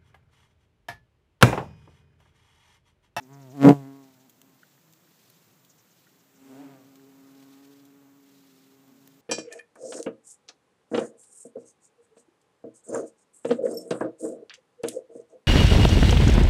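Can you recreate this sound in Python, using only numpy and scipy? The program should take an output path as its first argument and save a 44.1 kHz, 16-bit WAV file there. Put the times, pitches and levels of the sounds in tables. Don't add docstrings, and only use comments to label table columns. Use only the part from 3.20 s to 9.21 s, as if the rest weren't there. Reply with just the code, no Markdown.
import sys
import numpy as np
from scipy import signal
from scipy.fft import rfft, irfft, next_fast_len
from scipy.io import wavfile
from scipy.ndimage import uniform_filter1d, minimum_filter1d

SR = 44100
rng = np.random.default_rng(int(sys.argv[2]) if len(sys.argv) > 2 else 0)


def put_to_file(sound):
    columns = np.atleast_2d(sound).T
    safe = np.clip(columns, -1, 1)
    whole_steps = np.round(safe * 32767)
    wavfile.write(sys.argv[1], SR, whole_steps.astype(np.int16))


N = 265041
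T = np.arange(N) / SR

# time_s, stroke_hz
PASS_STROKES = [(0.0, 266.9), (0.066, 253.5), (0.12, 279.2), (0.194, 279.8), (0.308, 248.7), (0.354, 294.5),
                (0.386, 274.1), (0.522, 285.9), (0.642, 267.8), (0.776, 276.1), (0.986, 255.3),
                (1.056, 267.6), (1.09, 231.3), (1.228, 270.4), (1.4, 261.1)]
HOVER_STROKES = [(3.1, 270.1), (3.13, 271.9), (4.27, 272.6), (4.48, 278.6), (5.21, 276.7), (5.34, 264.9),
                 (5.43, 269.8), (5.94, 272.7), (6.0, 276.8)]
# multiple, level_db
PASS_OVERTONES = [(3, 2.5), (4, -8), (5, -1), (6, -2.5), (7, -1.5), (8, -5), (9, -10.5), (10, -11),
                  (11, -15), (12, -18.5), (13, -19.5), (14, -24), (15, -19)]
HOVER_OVERTONES = [(3, 1), (4, -11.5), (5, -11), (6, -12.5), (7, -15.5), (8, -12.5), (9, -15.5),
                   (10, -17.5), (11, -16.5), (12, -25), (13, -29)]
FLYBY_OVERTONES = [(3, 6), (4, 6), (5, 8.5), (6, 7), (7, 6), (8, -14), (9, 3), (10, -3), (11, 0), (12, -2),
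                   (13, -22)]
# time_s, stroke_db, beat_offset_db, treble_offset_db (offsets add to stroke_db)
APPROACH = [(0.0, -51, -36, -16), (0.068, -57, -6, -10.5), (0.124, -55, 6, 1), (0.326, -54.5, 4.5, -11),
            (0.392, -34, -8.5, -16), (0.433, -19, -5.5, -11.5)]
RETREAT = [(0.525, -17, -2.5, -19.5), (0.537, -32.5, 0, -13), (0.575, -49, 11.5, -5),
           (0.679, -43, -8.5, -13), (0.883, -57, -11.5, -9.5), (0.941, -65, -3, -7.5), (1.075, -64, -9, -6),
           (1.125, -74, 1.5, -16.5), (1.255, -63.5, -31, -8.5), (1.41, -72, -12, -4)]
# frequency_hz, relative_db
EDDY_SPECTRUM = [(80, -32.5), (160, -3), (330, 0.5), (600, -0.5), (1000, -5), (1500, -15.5), (3000, -41.5)]
RASP_SPECTRUM = [(700, -15.5), (1500, -1.5), (2100, 2), (3000, -4), (4500, -10.5), (7500, -15.5),
                 (10000, -25), (15000, -27.5)]
RUSTLE_SPECTRUM = [(700, -21.5), (1800, -6), (4000, -0.5), (7000, -5), (9700, -11), (13000, -7.5),
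                   (15000, -11)]
AIR_SPECTRUM = [(25, -10.5), (70, -15), (105, -4), (150, -4.5), (220, -1.5), (350, -5.5), (600, -9),
                (1300, -11.5), (2500, -16), (4800, -19.5), (7400, -14.5), (9700, -26), (12500, -18),
                (15000, -14)]
TICK_SPECTRUM = [(300, -9.5), (1500, -5.5), (3500, 1.5), (5000, -7.5), (7000, 1.5), (9500, -6),
                 (14000, 3.5)]
GUST_SPECTRUM = [(25, -36.5), (80, -39.5), (125, -12), (170, 10), (230, 1), (330, -1.5), (480, 2),
                 (800, -7.5), (1300, -23.5), (2000, -27), (4000, -46.5), (15000, -72.5)]
SWISH_SPECTRUM = [(300, -5), (1500, -1.5), (3000, -3.5), (5000, -8.5), (7700, -4), (10000, -13.5),
                  (15000, -9.5)]
# pitch_hz, level_db
COLONY_HUMS = [(147.46, -85), (149.3, -85), (156, -75.5), (175.3, -75.5), (132, -80)]
# start_s, level_db
CHIRPS = [(0.018, -64.5), (.125, -61.5), (.21, -65), (.295, -63), (0.824, -68.5), (.992, -69.5),
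          (2.492, -60.5), (2.579, -65), (2.703, -67.5), (2.99, -70), (3.15, -68.5)]
# start_s, peak_db, body_boost_db, treble_boost_db, decay_s
TICKS = [(1.0955, -41.5, -6, -1, 0.046), (1.2162, -34, 0, -1.5, 0.013), (1.7255, -44.5, -14.5, -0.5, 0.016),
         (1.735, -45, -13.5, -8.5, 0.02), (2.1008, -39, -2.5, 4, 0.011), (2.448, -44, -9, -4.5, .035),
         (3.7562, -44.5, -14.5, -8, 0.024), (4.2264, -48.5, 6, -13, 0.028), (4.6523, -47.5, -17, -5, 0.036),
         (5.8751, -36.5, 10, 2.5, 0.012)]
# closest_s, passing_s, gust_db, swish_db
GUSTS = [(.48, 0.032, -10.5, -41.5), (3.34, 0.13, -71, -62)]
# start_s, peak_db, decay_s
CRUMBS = [(1.431, -44.5, 0.022), (1.578, -57.5, 0.011), (1.873, -58.5, 0.045), (2.868, -53, 0.045),
          (3.796, -54.5, 0.027)]
# pitch_hz, relative_db
NEST_NOTES = [(1440, 1), (1530, -3), (1720, -5), (1870, -2), (3000, -13.5)]
# time_s, stroke_db
HOVER_LEVELS = [(2.9, -82), (2.96, -68.5), (3.12, -76), (3.22, -55), (3.43, -44.5), (3.58, -57.5),
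                (4.31, -53), (5.43, -62.5), (5.68, -59.5), (6.0, -61.5)]
# closest_s, passing_s, level_db, stroke_hz,
# glide_hz_per_s, spurt_hz, beat_offset_db, drone_offset_db, jitter_fraction
FLYBYS = [(3.405, 0.068, -50, 270.5, 170, 17, -9.5, -4.5, 0.03),
          (3.52, .08, -58.5, 262.6, -170, 12, -2.5, 2.5, .01),
          (5.72, .09, -62, 243.8, -245, 1, -16, -11, 0.01)]


def undb(db):
    return np.exp(np.log(10) / 20 * np.asarray(db))


def unit(x):
    return x / np.sqrt(np.mean(x ** 2))


def curves(table, t):
    times, *columns = np.transpose(table)
    return [np.interp(t, times, column) for column in columns]


def colour(x, spectrum):
    hz, db = np.transpose(spectrum)
    size = next_fast_len(len(x) + 2048)
    bin_hz = np.arange(size // 2 + 1) * SR / size
    gain = undb(np.interp(np.log(bin_hz + 1), np.log(hz), db))
    return unit(irfft(rfft(x, size) * gain, size)[:len(x)])


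def drift(rate, t):
    turns = signal.resample(rng.standard_normal(1024), 8192)
    return np.interp(t * rate, np.arange(8192) / 8, turns)


def add(out, start_s, x):
    i = int(start_s * SR)
    out[i:i + len(x)] += x[:N - i]


def decay(t, decay_s):
    return np.exp(-np.log(1000) * t / max(decay_s, .002))


def during(start_s, end_s):
    return T[(T >= start_s) & (T <= end_s)]


def click(spectrum, decay_s, peak_db):
    burst = colour(rng.standard_normal(4096) * decay(T[:4096], decay_s), spectrum)
    return burst / abs(burst).max() * undb(peak_db)


def wings(t, stroke_hz, stroke_db, beat_db, drone_db, whine_db, rasp_db,
          overtones, jitter, scatter, puff_db, eddy_db):
    out = np.zeros(N)
    phase = 2 * np.pi * np.cumsum(stroke_hz / 2 * (1 + jitter * drift(70, t))) / SR
    tones = np.sqrt(2) * (undb(beat_db) * np.cos(phase) + undb(stroke_db) * np.cos(2 * phase))
    waves = [undb(db + 2.5 * drift(12, t)) * np.cos(multiple * phase + scatter * drift(14, t))
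             for multiple, db in overtones]
    buzz = undb(drone_db) * unit(sum(waves[:3])) + undb(whine_db) * unit(sum(waves[3:]))
    pulse = np.exp(np.cos(phase))
    buzz += undb(drone_db + eddy_db) * colour(rng.standard_normal(len(t)) * pulse, EDDY_SPECTRUM)
    flip_count = np.floor((phase + .017 * drift(140, t)) / (2 * np.pi))
    snap = colour(np.diff(flip_count, prepend=0) * undb(2 * drift(120, t)), RASP_SPECTRUM)
    puff = colour(rng.standard_normal(len(t)) * pulse, RASP_SPECTRUM)
    rasp = undb(rasp_db) * unit(snap + undb(puff_db) * puff)
    fade = np.clip(np.minimum(t - t[0], t[-1] - t) / .01, 0, 1)
    add(out, t[0], fade * (tones + buzz + rasp))
    return out


def passing_wasp(jet_start_s=.4445, jet_end_s=.5125, edge_s=.001):
    t = during(0, RETREAT[-1][0] + .05)
    stroke_hz, = curves(PASS_STROKES, t)
    stroke_db, beat_offset_db, treble_offset_db = curves(np.vstack([APPROACH, RETREAT]), t)
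    in_jet = (np.tanh((t - jet_start_s) / edge_s) - np.tanh((t - jet_end_s) / edge_s)) / 2
    buzz_db = stroke_db + 9.5 * in_jet
    low_db = buzz_db + 20 * np.log10(np.hypot(1, undb(beat_offset_db)))
    high_db = buzz_db + treble_offset_db
    head_on_db = 9 * np.exp(-((t - .42) / .023) ** 2)
    return wings(t, stroke_hz, stroke_db + 10.5 * in_jet,
                 beat_db=stroke_db + beat_offset_db + 4.5 * in_jet,
                 drone_db=low_db - 9, whine_db=high_db - 2.5, rasp_db=high_db + head_on_db - 15,
                 overtones=PASS_OVERTONES, jitter=.006, scatter=.55, puff_db=-8, eddy_db=-17)


def colony(second_db=-6, third_db=-13, wander=.12):
    out = 0
    for hz, db in COLONY_HUMS:
        phase = 2 * np.pi * np.cumsum(hz * (1 + wander * drift(20, T))) / SR
        hum = np.cos(phase) + undb(second_db) * np.cos(2 * phase) + undb(third_db) * np.cos(3 * phase)
        out += unit(hum) * undb(db + 3.9 * drift(5, T))
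    return out


def rustle(level_db=-74, surge_db=7.5, grain_db=2.5):
    scrape = colour(rng.standard_normal(N), RUSTLE_SPECTRUM)
    return scrape * undb(level_db + surge_db * np.tanh(drift(3.7, T)) + grain_db * drift(96, T))


def outdoor_air(level_db=-63.5):
    return colour(rng.standard_normal(N), AIR_SPECTRUM) * undb(level_db + .5 * drift(1.2, T))


def chirps(start_hz=7100, end_hz=5300, length_s=.036, blur_hz=800):
    out, t = np.zeros(N), T[:int(length_s * SR)]
    phase = 2 * np.pi * np.cumsum(np.linspace(start_hz, end_hz, len(t))) / SR
    swell = np.sin(np.pi * (t / length_s) ** .67)
    lowpass = signal.butter(2, blur_hz, fs=SR)
    for start_s, db in CHIRPS:
        blur = signal.lfilter(*lowpass, rng.standard_normal((2, 4096)))[:, :len(t)]
        chirp = unit(blur[0] * np.cos(phase) + blur[1] * np.sin(phase))
        add(out, start_s, chirp * swell * undb(db))
    return out


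def crawling(step_db=-63, spread_db=8, steps=130):
    out = np.zeros(N)
    for start_s, peak_db, body_db, treble_db, decay_s in TICKS:
        spectrum = [(hz, db + body_db * (hz < 3000) + treble_db * (hz > 9000))
                    for hz, db in TICK_SPECTRUM]
        add(out, start_s, click(spectrum, decay_s, peak_db))
    for when, size in rng.random((steps, 2)):
        add(out, when * T[-1], click(TICK_SPECTRUM, decay_s=.015, peak_db=step_db + spread_db * size ** 3))
    return out


def wing_gusts():
    out = 0
    for closest_s, passing_s, gust_db, swish_db in GUSTS:
        away = (T - closest_s) / passing_s
        gust = colour(rng.standard_normal(N), GUST_SPECTRUM) * undb(gust_db) * np.exp(-away ** 2)
        swish = colour(rng.standard_normal(N), SWISH_SPECTRUM) * undb(swish_db) / (1 + away ** 2)
        out += gust + swish
    return out


def wing_touch(start_s=.4905):
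    out = np.zeros(N)
    add(out, start_s, click(RASP_SPECTRUM, decay_s=.014, peak_db=-17))
    return out


def crumbs():
    out, t = np.zeros(N), T[:4096]
    onset = np.minimum(t / .002, 1)
    for start_s, peak_db, decay_s in CRUMBS:
        notes = sum(undb(db) * np.sin(2 * np.pi * (hz * t + rng.random())) for hz, db in NEST_NOTES)
        ring = notes * decay(t, decay_s) * onset
        add(out, start_s, ring / abs(ring).max() * undb(peak_db))
    return out


def hovering_wasp(hold_db=-54, wobble=.0021, sway_db=5):
    t = during(HOVER_LEVELS[0][0], T[-1])
    stroke_hz, = curves(HOVER_STROKES, t)
    stroke_db, = curves(HOVER_LEVELS, t)
    near_db = stroke_db - hold_db
    stroke_hz *= 1 + wobble * np.maximum(near_db, 0) * drift(15, t)
    beat_db = stroke_db - 15.5 + sway_db * drift(6, t)
    swell_db = .71 * near_db
    return wings(t, stroke_hz, stroke_db, beat_db,
                 drone_db=swell_db - 64, whine_db=swell_db - 71, rasp_db=swell_db - 75,
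                 overtones=HOVER_OVERTONES, jitter=.00895, scatter=1, puff_db=23, eddy_db=-8.5)


def flybys():
    out = 0
    for closest_s, passing_s, db, hz, glide, spurt_hz, beat_offset_db, drone_offset_db, jitter in FLYBYS:
        t = during(closest_s - 3 * passing_s, closest_s + 3 * passing_s)
        nearness = 1 / (1 + ((t - closest_s) / passing_s) ** 2)
        stroke_hz = hz + glide * (t - closest_s) + spurt_hz * nearness
        stroke_db = db + 20 * np.log10(nearness)
        drone_db = stroke_db + drone_offset_db
        out += wings(t, stroke_hz, stroke_db, stroke_db + beat_offset_db, drone_db,
                     whine_db=drone_db - 8, rasp_db=drone_db - 12,
                     overtones=FLYBY_OVERTONES, jitter=jitter, scatter=.9, puff_db=0, eddy_db=-14)
    return out


def scene():
    flyers = passing_wasp() + hovering_wasp() + flybys() + wing_gusts() + wing_touch()
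    return (flyers + outdoor_air() + colony() + crawling() + rustle() + crumbs() + chirps())[None]


def record(dry):
    bottom_hz, top_hz = 85, 15350
    hold_samples, ceiling = int(.011 * SR), .98
    thin = signal.sosfilt(signal.butter(4, bottom_hz, "high", fs=SR, output="sos"), dry)
    safe_gain = ceiling / np.maximum(abs(thin), ceiling)
    smooth_gain = uniform_filter1d(minimum_filter1d(safe_gain, hold_samples), hold_samples)
    return signal.sosfilt(signal.ellip(10, .2, 80, top_hz, fs=SR, output="sos"), thin * smooth_gain)


dry = scene()
out = record(dry)
put_to_file(out)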